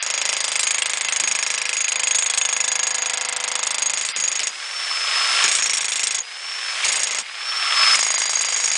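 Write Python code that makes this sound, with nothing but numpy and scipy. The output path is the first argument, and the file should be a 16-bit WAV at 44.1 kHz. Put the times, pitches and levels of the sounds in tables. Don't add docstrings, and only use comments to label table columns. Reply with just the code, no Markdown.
import sys
import numpy as np
from scipy import signal
from scipy.fft import rfft, irfft, next_fast_len
from scipy.io import wavfile
from scipy.ndimage import uniform_filter1d, map_coordinates

SR = 44100
rng = np.random.default_rng(int(sys.argv[2]) if len(sys.argv) > 2 else 0)


def master(y):
    cut = np.clip(np.atleast_2d(y).T, -1, 1)
    pcm = np.round(cut * 32767)
    wavfile.write(sys.argv[1], SR, pcm.astype(np.int16))


N = 386757
TIME = np.arange(N) / SR
TOP_HZ = 10070
WHINE_CYCLES_PER_BLOW = 182.6


def amp(db):
    return 10 ** (np.asarray(db) / 20)


def unit(x):
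    return x / np.sqrt(np.mean(x ** 2) + 1e-20)


def fade(t, t60):
    return 10 ** (-3 * t / t60)


def curves(rows, at=TIME):
    times, *columns = np.transpose(rows)
    return [np.interp(at, times, column) for column in columns]


def wobble(rate):
    return map_coordinates(rng.standard_normal(int(N * rate / SR) + 4), [TIME * rate])


def coloured(x, points):
    size = 2 * next_fast_len(N // 2 + 8192)
    hz, db = np.transpose(points)
    log_hz = np.log(np.fft.rfftfreq(size, 1 / SR) + 1)
    gain = unit(amp(np.interp(log_hz, np.log(hz), db)))
    cepstrum = irfft(np.log(gain))
    cepstrum[1:size // 2] *= 2
    cepstrum[size // 2 + 1:] = 0
    return irfft(rfft(x, size) * np.exp(rfft(cepstrum)))[:N]


def placed(times, sounds):
    index = np.round(times * SR).astype(int)[:, None] + np.arange(sounds.shape[1])
    return np.bincount(index.clip(0).ravel(), sounds.ravel(), N)[:N]


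def struck(blows, db, hz, t60):
    t = np.arange(SR // 5) / SR
    swing = np.cos(2 * np.pi * hz * t) * np.where(t > 0, 1, .5)
    return placed(blows, amp(db)[:, None] * fade(t, t60) * swing)


def burst_noise(blows, t, alike):
    repeated = np.sqrt(alike) * rng.standard_normal(len(t))
    return repeated + np.sqrt(1 - alike) * rng.standard_normal((len(blows), len(t)))


# time_s, pitch_hz
LOADED_WHINE = [(0, 4831), (2.6, 4808), (4.1, 4780), (4.16, 4920), (4.21, 4780), (4.4, 4765), (5.5, 4800),
                (8.77, 4770)]
# time_s, level_db
LOADED_RATTLE = [(0, -32.5), (1.2, -32.5), (1.8, -33), (2.6, -35), (3.5, -34), (4.4, -33.5), (5.5, -32.5),
                 (6.1, -33), (7, -30), (8, -31), (8.7, -31)]
# start_s, rattle_db, swell_db_per_s, air_over_rattle_db, jolt_share, settle_s
TOOL_LIFTS = [(4.441, -35.5, 16.5, -3, 0.028, .22), (6.192, -39, 22.5, -4, .3, .07),
              (7.203, -38, 31, -5.5, .42, .085)]

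def drive():
    free_hz, half_swing_s, swing_decay_s = 5250, .36, .29
    unload_s, rattle_top_db, hush_ratio = .01, -19, 1.33
    loaded_hz, = curves(LOADED_WHINE)
    whine_hz, gear_db, air_db = loaded_hz, curves(LOADED_RATTLE)[0], -76
    for (lift, start_db, swell, hiss_db, jolt, settle), (catch, *_) in zip(TOOL_LIFTS, STRIKER_CATCHES):
        t = TIME.clip(lift, catch) - lift
        since_knock = (TIME - catch - KNOCK_LAG_S).clip(0)
        lingering = (1 - jolt * (1 - fade(since_knock, .023))) * np.exp(-since_knock / settle)
        spin_up = 1 - np.exp(-t / swing_decay_s) * np.cos(np.pi * t / half_swing_s)
        whine_hz = whine_hz + (free_hz - loaded_hz) * spin_up * lingering
        free = (1 - np.exp(-t / unload_s)) * lingering ** hush_ratio
        free_db = start_db + swell * t
        gear_db = gear_db + free * (np.minimum(free_db, rattle_top_db) - gear_db)
        air_db = air_db + free * (free_db + hiss_db - air_db)
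    return whine_hz, gear_db, air_db


# time_s, whine_over_rattle_db
WHINE_AIM = [(0, -5), (.3, -3), (.62, -2), (.85, -13), (1.08, -7), (1.4, -6), (1.9, -4), (2.35, -11),
             (2.8, -3), (3.5, -7.5), (4, -5.5), (4.16, -2), (4.3, -6), (4.5, -7), (4.78, -1.5), (5.2, -0.5),
             (5.4, -7), (5.47, -7.5), (5.65, -20), (6.1, -10), (6.5, 0), (6.65, -1.5), (6.82, -12),
             (6.9, -7), (7.3, -11.5), (7.48, 1.5), (7.7, -2), (7.93, 2.5), (7.97, -0.5), (8.25, 1.5),
             (8.77, -1.5)]
# freq_hz, gain_db
GEAR_SPECTRUM = [(200, -45), (700, -5.5), (1000, -6), (1100, 5), (1190, 1.5), (1300, 3.5), (1450, 1.5),
                 (1600, 6), (1800, 4.5), (2150, 7), (2900, 5), (3400, 4.5), (4000, 0.5), (5000, -2.5),
                 (8000, -45.5)]
HISS_SPECTRUM = [(300, -39), (1000, 3.5), (3000, -15.5), (5300, 6), (6500, 4), (8500, 2), (9300, -2),
                 (10000, -1)]
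DRONE_SPECTRUM = [(20, -34.5), (160, -17), (300, -6), (480, 5.5), (850, 9.5), (1300, -9), (3000, -16)]

def motor(whine_hz, gear_db, air_db, blows):
    whine_db = gear_db + curves(WHINE_AIM)[0]
    strain = np.interp(whine_hz, [4800, 5200], [1, 0])
    fan_phase = 2 * np.pi * np.cumsum(whine_hz * (1 + .000894 * wobble(60))) / SR
    turn = fan_phase / WHINE_CYCLES_PER_BLOW
    throb_db = np.sin(turn) + .49 * np.sin(2 * turn)
    rattle = rng.standard_normal(N) * amp(throb_db + 2.6 * wobble(450))
    gears = amp(gear_db) * unit(coloured(rattle, GEAR_SPECTRUM))
    air = amp(air_db) * coloured(rng.standard_normal(N), HISS_SPECTRUM)
    drone = amp(.72 * air_db - 24.5) * coloured(rng.standard_normal(N), DRONE_SPECTRUM)
    whine = amp(whine_db - 1.4 * strain) * fan_whine(fan_phase, stroke_angle(blows), strain)
    return gears + air + drone + whine


def fan_whine(phase, stroke, strain):
    sway = -1.2 * strain * np.sin(stroke) + (.45 - .1 * strain) * wobble(220)
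    partner = amp(-16 + 4 * wobble(50)) * np.sin(phase * 11 / 13 + sway + wobble(110))
    turbulence = amp(2.3 * wobble(70) + 1.5 * wobble(300) - .5)
    return turbulence * unit(np.sin(phase + sway) + partner)


def gear_mesh(whine_hz, blows):
    mesh_ratio, loaded_db, free_db = 3 / 7, -41.5, -46
    stroke = stroke_angle(blows)
    strain = np.interp(whine_hz, [4900, 5200], [1, 0])
    hz = mesh_ratio * whine_hz * (1 + .022 * strain * np.sin(2 * stroke) + .008 * wobble(150))
    swell_db = loaded_db - 8.3 * np.cos(2 * stroke) - 2.6 * np.sin(stroke)
    level_db = free_db + strain * (swell_db - free_db) + 3 * wobble(120)
    return amp(level_db) * np.sin(2 * np.pi * np.cumsum(hz) / SR)


def stroke_angle(blows):
    return np.interp(TIME, blows, np.arange(len(blows))) * 2 * np.pi


# first_blow_s, last_blow_s
HAMMER_RUNS = [(0.0265, 4.0885), (4.163, 4.4710), (5.4450, 6.1840), (6.8460, 7.1860), (7.9547, 8.7540)]

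def blow_times(whine_hz):
    turns = np.cumsum(whine_hz) / SR / WHINE_CYCLES_PER_BLOW
    spans = [np.interp(run, TIME, turns) for run in HAMMER_RUNS]
    blow_turns = [np.linspace(first, last, round(last - first) + 1) for first, last in spans]
    return np.interp(np.concatenate(blow_turns), turns, TIME)


# time_s, level_db
EDGE_BITE = [(0, -22.5), (.16, -14), (.6, -20), (.95, -18), (1.3, -17), (1.75, -21), (2.07, -21.5),
             (2.5, -24.5), (2.9, -20), (3.15, -18.5), (3.35, -22.5), (3.8, -18.5), (4.3, -20.5),
             (5.5, -16.5), (5.75, -20.5), (6.08, -19), (6.19, -28), (6.9, -22.5), (7.15, -21.5),
             (8.05, -19.5), (8.4, -23), (8.7, -20.5)]
# time_s, level_db
THUD_LEVEL = [(0, -11), (.25, -7.5), (.55, -7.5), (.7, -8), (1.2, -8.5), (1.5, -9), (1.8, -17), (1.95, -9),
              (2.3, -8), (2.5, -5), (3.3, -9), (3.6, -2), (4.05, -14), (5.5, -21.5), (6.1, -20.5),
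              (7, -14.5), (8, -1.5), (8.3, -4.5), (8.7, -12.5)]
# time_s, grit_db, skid_db
TIP_RUBBING = [(0, -38, -30.5), (.35, -31.5, -26.5), (.75, -29, -47), (1.05, -34.5, -41),
               (1.25, -30.5, -28), (1.55, -33, -26.5), (1.72, -36.5, -32), (1.95, -31, -42),
               (2.3, -26.5, -42), (2.6, -31, -28), (3.1, -35, -37), (3.65, -30, -32), (3.9, -33, -38),
               (4.3, -36.5, -33.5), (5.45, -28.5, -28.5), (5.7, -32.5, -20), (5.83, -29.5, -31),
               (6.08, -30.5, -29), (6.19, -34, -30), (6.87, -31.5, -30.5), (7.18, -35.5, -30),
               (8, -33, -28), (8.4, -34.5, -32.5), (8.7, -33, -28.5)]
# freq_hz, gain_db
CRACK_SPECTRUM = [(20, -29), (60, -17), (130, -23.5), (200, -7), (300, -14.5), (500, -8.5), (1200, 1),
                  (2400, 4.5), (3400, 5.5), (4800, 2), (7000, 11.5), (10000, -11)]
CRUNCH_SPECTRUM = [(200, -35), (600, -22.5), (1300, -10.5), (1900, 3.5), (2400, -8), (3000, -0.5),
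                   (3800, -17), (5000, -19), (7500, -2.5), (10000, -7.5)]
THUD_SPECTRUM = [(200, -24.5), (380, -13), (500, -4), (800, -1), (1200, 8.5), (1600, -9), (3000, -35.5)]
WALL_SPECTRUM = [(100, -31.5), (400, -17), (1000, -13.5), (1900, -8), (2500, -0.5), (3100, 0), (3600, -4.5),
                 (4400, -6.5), (5200, -31.5), (8000, -18)]
GRIT_SPECTRUM = [(1500, -24.5), (4000, -0.5), (5100, -4.5), (5650, -1), (6150, -10.5), (6750, -13.5),
                 (7450, 7), (8000, -0.5), (8500, 7), (9200, -7), (9750, -1.5), (10200, -17.5)]
SKID_SPECTRUM = [(4500, -44), (5250, -8.5), (5520, 6), (5720, -1.5), (6000, -3), (6800, -38.5)]

def masonry(blows):
    grit_db, skid_db = curves(TIP_RUBBING, blows[:, None])
    bite_db, = curves(EDGE_BITE, blows[:, None])
    thud_db, = curves(THUD_LEVEL, blows[:, None])
    t = np.arange(SR // 12) / SR
    strength, crush, life = rng.standard_normal((len(blows), 3)).T[:, :, None]
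    force = amp(bite_db + 1.2 * strength)
    impulses = -(force / force.mean()) ** .7 * amp(.5)
    crack = coloured(placed(blows, impulses), CRACK_SPECTRUM)
    crunch = force * amp(-3.5) * fade(t, t60=.018) * burst_noise(blows, t, alike=.83)
    thud = coloured(placed(blows + .0006, amp(thud_db)), THUD_SPECTRUM)
    answer = force * amp(-5) * fade(t, t60=.055) * burst_noise(blows, t, alike=.72)
    wall = coloured(placed(blows, answer), WALL_SPECTRUM)
    contact_s = (.012 + .016 * looseness(blows)[:, None]) * np.exp(.25 * life)
    contact = fade(t, t60=.38) / (1 + (t / contact_s) ** 6)
    grit = amp(grit_db + 7.2 + 2 * crush) * contact * burst_noise(blows, t, alike=.27)
    crumbling = amp(3.2 * wobble(600) - .3)
    skid = amp(skid_db + .5) * contact * burst_noise(blows, t, alike=.28)
    layers = [(crunch, CRUNCH_SPECTRUM), (grit, GRIT_SPECTRUM), (skid, SKID_SPECTRUM)]
    crushed = sum(coloured(placed(blows, bursts) * crumbling, spectrum) for bursts, spectrum in layers)
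    return crack + thud + wall + crushed


# time_s, level_db, pitch_hz
BRICK_CLANK = [(0, -36, 2300), (.2, -20.5, 2450), (.48, -30, 2300), (.7, -16, 2350), (.95, -21.5, 2190),
               (1.3, -19, 2310), (1.7, -16, 2590), (1.84, -20.5, 2530), (2.07, -15.5, 2480),
               (2.3, -19.5, 2530), (2.6, -20.5, 2530), (3.1, -22.5, 2610), (3.45, -31, 2480),
               (3.75, -28, 2500), (4.3, -26, 2430), (5.5, -18, 2320), (6.05, -24, 2430), (6.19, -35, 2400),
               (6.9, -26, 2400), (7.15, -30, 2430), (8.05, -18, 2130), (8.4, -25, 2203), (8.7, -21, 2300)]
# pitch_ratio, gain_db, t60_s, delay_s
CLANK_PARTIALS = [(.77, -4.5, 0.011, .0036), (.79, 1, 0.0051, 0.00023), (.88, -2.5, 0.023, 0.00037),
                  (1, 0.5, 0.022, 0.00033), (1.13, -9.5, .02, 0.00026), (1.68, -27, 0.012, 0.00016)]
# time_s, level_db
CORNER_PING = [(0, -47), (.18, -25), (.33, -22), (.45, -20.5), (.7, -22), (.95, -24), (1.1, -31),
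               (1.24, -24), (1.45, -36), (1.85, -30), (2.07, -16), (2.2, -21), (2.42, -18.5), (2.6, -24),
               (2.7, -15.5), (2.87, -34), (3.1, -22), (3.35, -32), (3.6, -22.5), (4.3, -38), (5.9, -21.5),
               (7.1, -31), (8.7, -35)]

def clanks(blows):
    clank_db, clank_hz = curves(BRICK_CLANK, blows)
    creep, force, ping_shift, ping_force = rng.standard_normal((len(blows), 4)).T
    ping_hz = 3397 * np.exp(.043 * ping_shift)
    ping_db = curves(CORNER_PING, blows)[0] + 1.5 * ping_force
    sound = struck(blows + .0009, ping_db, ping_hz[:, None], t60=.043)
    for k, (ratio, gain_db, t60, delay) in enumerate(CLANK_PARTIALS):
        shift, level = rng.standard_normal((len(blows), 2)).T
        hz = ratio * clank_hz * np.exp(.024 * (creep + shift))
        db = clank_db + gain_db + force + 1.5 * level
        sound += (-1) ** k * struck(blows + delay, db, hz[:, None], t60)
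    return sound


# time_s, level_db
RING_LEVEL = [(0, -34), (.55, -38.5), (.65, -31), (.72, -31.5), (.88, -37.5), (1.05, -32.5), (1.27, -30),
              (1.4, -33.5), (1.53, -37), (1.67, -45), (1.79, -29), (1.9, -30.5), (1.99, -33.5), (2.08, -25),
              (2.17, -27.5), (2.33, -31.5), (2.45, -29.5), (3.05, -31), (3.33, -40), (3.55, -35),
              (3.66, -31), (3.74, -38), (3.85, -27), (4.07, -40.5), (4.24, -29), (4.47, -36), (5.5, -36),
              (5.9, -40.5), (6.15, -35), (6.846, -33.5), (6.882, -30), (6.92, -33.5), (7, -35.5),
              (7.1, -38), (7.15, -37.5), (8.08, -33.5), (8.33, -33.5), (8.77, -32.5)]
# pitch_hz, struck_db, rebound_db, t60_s
STEEL_MODES = [(6660, -3, 7.5, 0.099), (6643, 7.5, 7.5, 1), (6800, 4, 3.5, 0.11), (6600, -14, -1, 0.038),
               (7110, 4, 11, 0.016), (7150, -3, 1.5, 0.021), (8330, -4, -6, 0.0059),
               (9840, -2, 1.5, 0.0076)]
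# delay_s, scatter_s, gain_db, flight_s
CHISEL_REBOUNDS = [(0.017, 0.0044, 5.5, 0.01), (.028, 0.0086, 0.5, 0.0081)]

def chisel(blows):
    chip_change_db = np.bincount(chip_blows(blows), np.transpose(BRICK_CHIPS)[3], len(blows))
    ring_db = curves(RING_LEVEL, blows)[0] + chip_change_db
    modes = np.array(STEEL_MODES)
    struck_modes, rebound_modes = modes[:, [0, 1, 3]], modes[:, [0, 2, 3]]
    flight_s = .017 * amp(.5 * (ring_db[:, None] + 29).clip(-4, 5))
    blow_db = ring_db + 4.5 + .5 * rng.standard_normal(len(blows))
    ring = steel_ring(blows, blow_db, flight_s, struck_modes)
    loose_db = 10 * np.log10(looseness(blows) + .025)
    for delay, scatter, gain_db, hop_s in CHISEL_REBOUNDS:
        lag, kick = rng.uniform(-1, 1, (len(blows), 2)).T
        rebound_db = ring_db + gain_db + loose_db + 4 * kick
        ring += steel_ring(blows + delay + scatter * lag, rebound_db, hop_s, rebound_modes)
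    return ring * amp(1.7 * wobble(450))


def steel_ring(times, force_db, flight_s, modes):
    grip_s, rise_per_s = .018, 8.5
    t = np.arange(SR // 20) / SR
    airborne_s = flight_s * np.exp(.18 * rng.standard_normal((len(times), 1)))
    climb = rise_per_s / 2 * (t - grip_s).clip(0) ** 2
    rubbing = unit(uniform_filter1d(rng.standard_normal((len(times), len(t))), size=90))
    waver = np.cumsum(rubbing, axis=1) / SR
    ring = 0
    for hz, db, t60 in modes:
        level, detune, phase = rng.uniform(-1, 1, (len(times), 3)).T[:, :, None]
        angle = 2 * np.pi * hz * (t + .009 * detune * t + .008 * waver + climb) + np.pi * phase
        ring = ring + amp(db + 3 * level) * fade(t, t60) * np.sin(angle)
    envelope = (1 - np.exp(-t / .0012)) / (1 + (t / airborne_s) ** 7)
    return placed(times, amp(force_db)[:, None] * ring * envelope)


# time_s, level_db
BUZZ_LEVEL = [(0, -47), (.3, -43), (.7, -55), (1.3, -51), (1.7, -49), (1.84, -58), (1.95, -51), (2.3, -40),
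              (2.55, -41), (3.1, -33), (3.55, -36), (3.9, -53), (4.1, -54), (4.27, -56), (5.5, -52),
              (6.1, -48), (7, -56), (8.7, -52)]
# pitch_hz, gain_db, t60_s
HOUSING_MODES = [(186, -26, 0.035), (248, -29, 0.098), (592, -22, 1), (687.5, 3, 0.064), (768, -0.5, 0.22),
                 (894, -9.5, 0.062), (947, -8, 0.25), (1122, -11.5, 0.057), (1378, 4.5, 0.031),
                 (1940, -9, 0.15)]

def housing(blows):
    buzz_db, = curves(BUZZ_LEVEL, blows)
    buzz = np.zeros(N)
    for k, (hz, db, t60) in enumerate(HOUSING_MODES):
        drift = 1 + .004 * wobble(3)[(blows * SR).astype(int), None]
        arrivals = blows + .0011 * k
        buzz += struck(arrivals, buzz_db + db, hz * drift, t60)
    return buzz


# time_s, level_db
BEND_LEVEL = [(0, -36), (1.3, -29), (2, -32), (2.8, -24.5), (3.7, -34.5)]

def chisel_bend(blows):
    return struck(blows, curves(BEND_LEVEL, blows)[0], hz=1685, t60=.082)


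# time_s, level_db, pitch_hz
HOLLOW_PLASTER = [(0, -39, 562), (.2, -33, 560), (.55, -37, 566), (.66, -46.5, 498), (1.3, -39.5, 477),
                  (1.7, -38.5, 498), (1.84, -46, 490), (1.93, -35.5, 490), (2.4, -37.5, 490),
                  (3.1, -34, 490), (3.55, -35.5, 497), (3.75, -41, 480), (4.4, -59, 480)]

def plaster_boom(blows):
    db, hz = curves(HOLLOW_PLASTER, blows)
    return struck(blows, db, hz[:, None], t60=.085)


# time_s, clatter_db, steady_share
TOOL_LOAD = [(0, -42.5, 0.9), (.25, -38.5, 0.86), (.65, -41.5, 0.9), (1.3, -39, 1), (1.72, -42, 0.73),
             (1.84, -48, 1), (1.95, -37.5, 1), (2.3, -43, 1), (2.6, -39, 1), (3.55, -39.5, 1),
             (3.9, -38, 1), (4.08, -44.5, 0), (4.27, -42, 1), (4.45, -45.5, 0.73), (5.5, -42, 0.1),
             (6.1, -43.5, 0.6), (7, -40, 0.56), (8.77, -42, 0)]
# freq_hz, gain_db
CRANK_SPECTRUM = [(20, -35), (125, -16), (185, -6), (270, -7), (330, -10.5), (430, -4), (490, 6.5),
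                  (540, 3), (590, 1), (700, 3), (1050, 6.5), (1550, -10.5), (2080, 4), (4000, -49)]

def crank(blows):
    stroke_samples = SR // 26
    pattern = unit(irfft(np.exp(2j * np.pi * rng.random(stroke_samples // 2 + 1))))
    clatter_db, steady = curves(TOOL_LOAD, blows[:, None])
    stray = rng.standard_normal((len(blows), len(pattern)))
    strokes = np.sqrt(steady) * pattern + np.sqrt(1 - steady) * stray
    return coloured(placed(blows, amp(clatter_db) * strokes), CRANK_SPECTRUM)


def looseness(times):
    return 1 - curves(TOOL_LOAD, times)[1]


def crumbs(blows, count):
    starts = np.repeat(blows, count)
    lag, size, pitch = rng.standard_normal((len(starts), 3)).T
    delay_s = (.018 + .01 * lag).clip(.002)
    hz = (7340 * np.exp(.2 * pitch)).clip(0, TOP_HZ)
    db = curves(TIP_RUBBING, starts)[0] - 4 + 8.5 * size.clip(-2, 2)
    return struck(starts + delay_s, db, hz[:, None], t60=.011)


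# time_s, level_db, pitch_hz, ring_change_db
BRICK_CHIPS = [(.556, -3.5, 2160, 4), (.594, -9, 2400, -5), (.821, 0, 2740, -13), (.934, -16, 1940, -3),
               (1.086, -2, 2650, -32), (1.275, -10, 2460, -1), (1.692, -10, 2680, 0), (1.881, -9, 2700, 3),
               (1.919, -8, 2760, 0.5), (2.069, -18, 2550, -5), (2.107, -15, 2900, -1.5),
               (2.413, -6, 2570, 3), (2.451, -5, 2880, -2), (2.565, -10, 2520, -0.5),
               (2.603, -17, 2520, 0.5), (2.716, -15, 2730, -2), (4.089, -9, 3620, -22),
               (4.355, -12, 3120, 1.5), (4.393, -9, 2980, -16), (5.621, -12, 2400, 6)]

def chips(blows):
    _, db, hz, _ = np.transpose(BRICK_CHIPS)
    starts = blows[chip_blows(blows)] + .0005
    lower = struck(starts, db - 10.5, hz[:, None], t60=.025)
    upper = struck(starts, db - 15.5, 1.2 * hz[:, None], t60=.044)
    return lower - upper


def chip_blows(blows):
    return np.abs(blows - np.array(BRICK_CHIPS)[:, :1]).argmin(axis=1)


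# start_s, level_db
LANDINGS = [(0.652, -50), (1.162, -66), (1.212, -38), (4.157, -38)]

def falling_pieces():
    starts, db = np.transpose(LANDINGS)
    t = np.arange(SR // 4) / SR
    thuds = amp(db)[:, None] * fade(t, t60=.75) * rng.standard_normal((len(starts), len(t)))
    return coloured(placed(starts, thuds), [(30, -17), (200, 2), (400, 3.5), (1200, -4)])


# start_s, length_s, level_db
EDGE_SKATES = [(4.395, 0.033, -27.5), (5.457, 0.087, -32), (6.84, 0.067, -24), (6.912, 0.14, -29),
               (7.968, .03, -25)]
# freq_hz, gain_db
SCRAPE_SPECTRUM = [(300, -14), (600, 1), (1500, -1), (2300, 6.5), (3600, 3), (5000, 2.5), (7000, -8),
                   (8600, -2), (10000, -4)]

def scrapes():
    slips_per_s, slip_depth_db = 810, 4
    envelope = sum(amp(db) * np.exp(-(2 * (TIME - start) / length - 1) ** 6)
                   for start, length, db in EDGE_SKATES)
    slips = unit(amp(slip_depth_db * wobble(slips_per_s)) * rng.standard_normal(N))
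    return coloured(envelope * slips, SCRAPE_SPECTRUM)


# time_s, gain_db
HOWL_AIM = [(4.5, -1), (5.2, 5.5), (5.45, -5), (6.8, -8), (7.5, 8), (7.7, 7), (7.85, 1), (7.96, 4),
            (8.1, 0)]
# freq_hz, gain_db
CASE_SPECTRUM = [(700, -47.5), (1020, -12.5), (1105, 5), (1180, -3), (1290, 2.5), (1370, 5.5), (1470, -25),
                 (2000, -55)]

def gear_case(gear_db):
    howl_db = 1.75 * gear_db + 3.5 + curves(HOWL_AIM)[0]
    return amp(howl_db) * coloured(rng.standard_normal(N), CASE_SPECTRUM)


KNOCK_LAG_S = .009
# time_s, pitch_hz, squeak_db, half_length_s, knock_db
STRIKER_CATCHES = [(5.432, 2220, -9, 0.017, -8), (6.841, 2300, 6, 0.0045, -20),
                   (7.9464, 2170, 12, 0.0038, -18.5)]

def catches():
    squeaks, knocks, thud_envelope = np.zeros((3, N))
    for time_s, hz, squeak_db, half_length_s, knock_db in STRIKER_CATCHES:
        swell = np.exp(-2 * ((TIME - time_s) / half_length_s) ** 2)
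        level = amp(squeak_db - 20.5 + .68 * wobble(410))
        squeaks += level * swell * np.sin(2 * np.pi * hz * TIME + .27 * wobble(360))
        t = TIME - time_s - KNOCK_LAG_S
        knocks[np.argmax(t >= 0)] = -amp(knock_db + 23.5)
        thud_envelope += amp(knock_db - 34) * (t >= 0) * fade(np.abs(t), t60=.22)
    housing_spectrum = [(30, -11), (180, -12), (400, 11), (1200, -34)]
    thuds = coloured(thud_envelope * rng.standard_normal(N), housing_spectrum)
    return squeaks + coloured(knocks, CRACK_SPECTRUM) + thuds


def scene():
    whine_hz, gear_db, air_db = drive()
    blows = blow_times(whine_hz)
    brick = masonry(blows) + clanks(blows) + chips(blows) + crumbs(blows, count=5) + plaster_boom(blows)
    tool = chisel(blows) + chisel_bend(blows) + housing(blows) + crank(blows)
    machine = motor(whine_hz, gear_db, air_db, blows) + gear_mesh(whine_hz, blows) + gear_case(gear_db)
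    return (brick + tool + machine + catches() + scrapes() + falling_pieces())[None]


def record(dry):
    rounded = dry / (1 + np.abs(dry / .85) ** 6) ** (1 / 6)
    lowpass = signal.firwin(601, TOP_HZ, fs=SR, window="blackman")
    return signal.fftconvolve(rounded, lowpass[None], mode="same", axes=1)


dry = scene()
out = record(dry)
master(out)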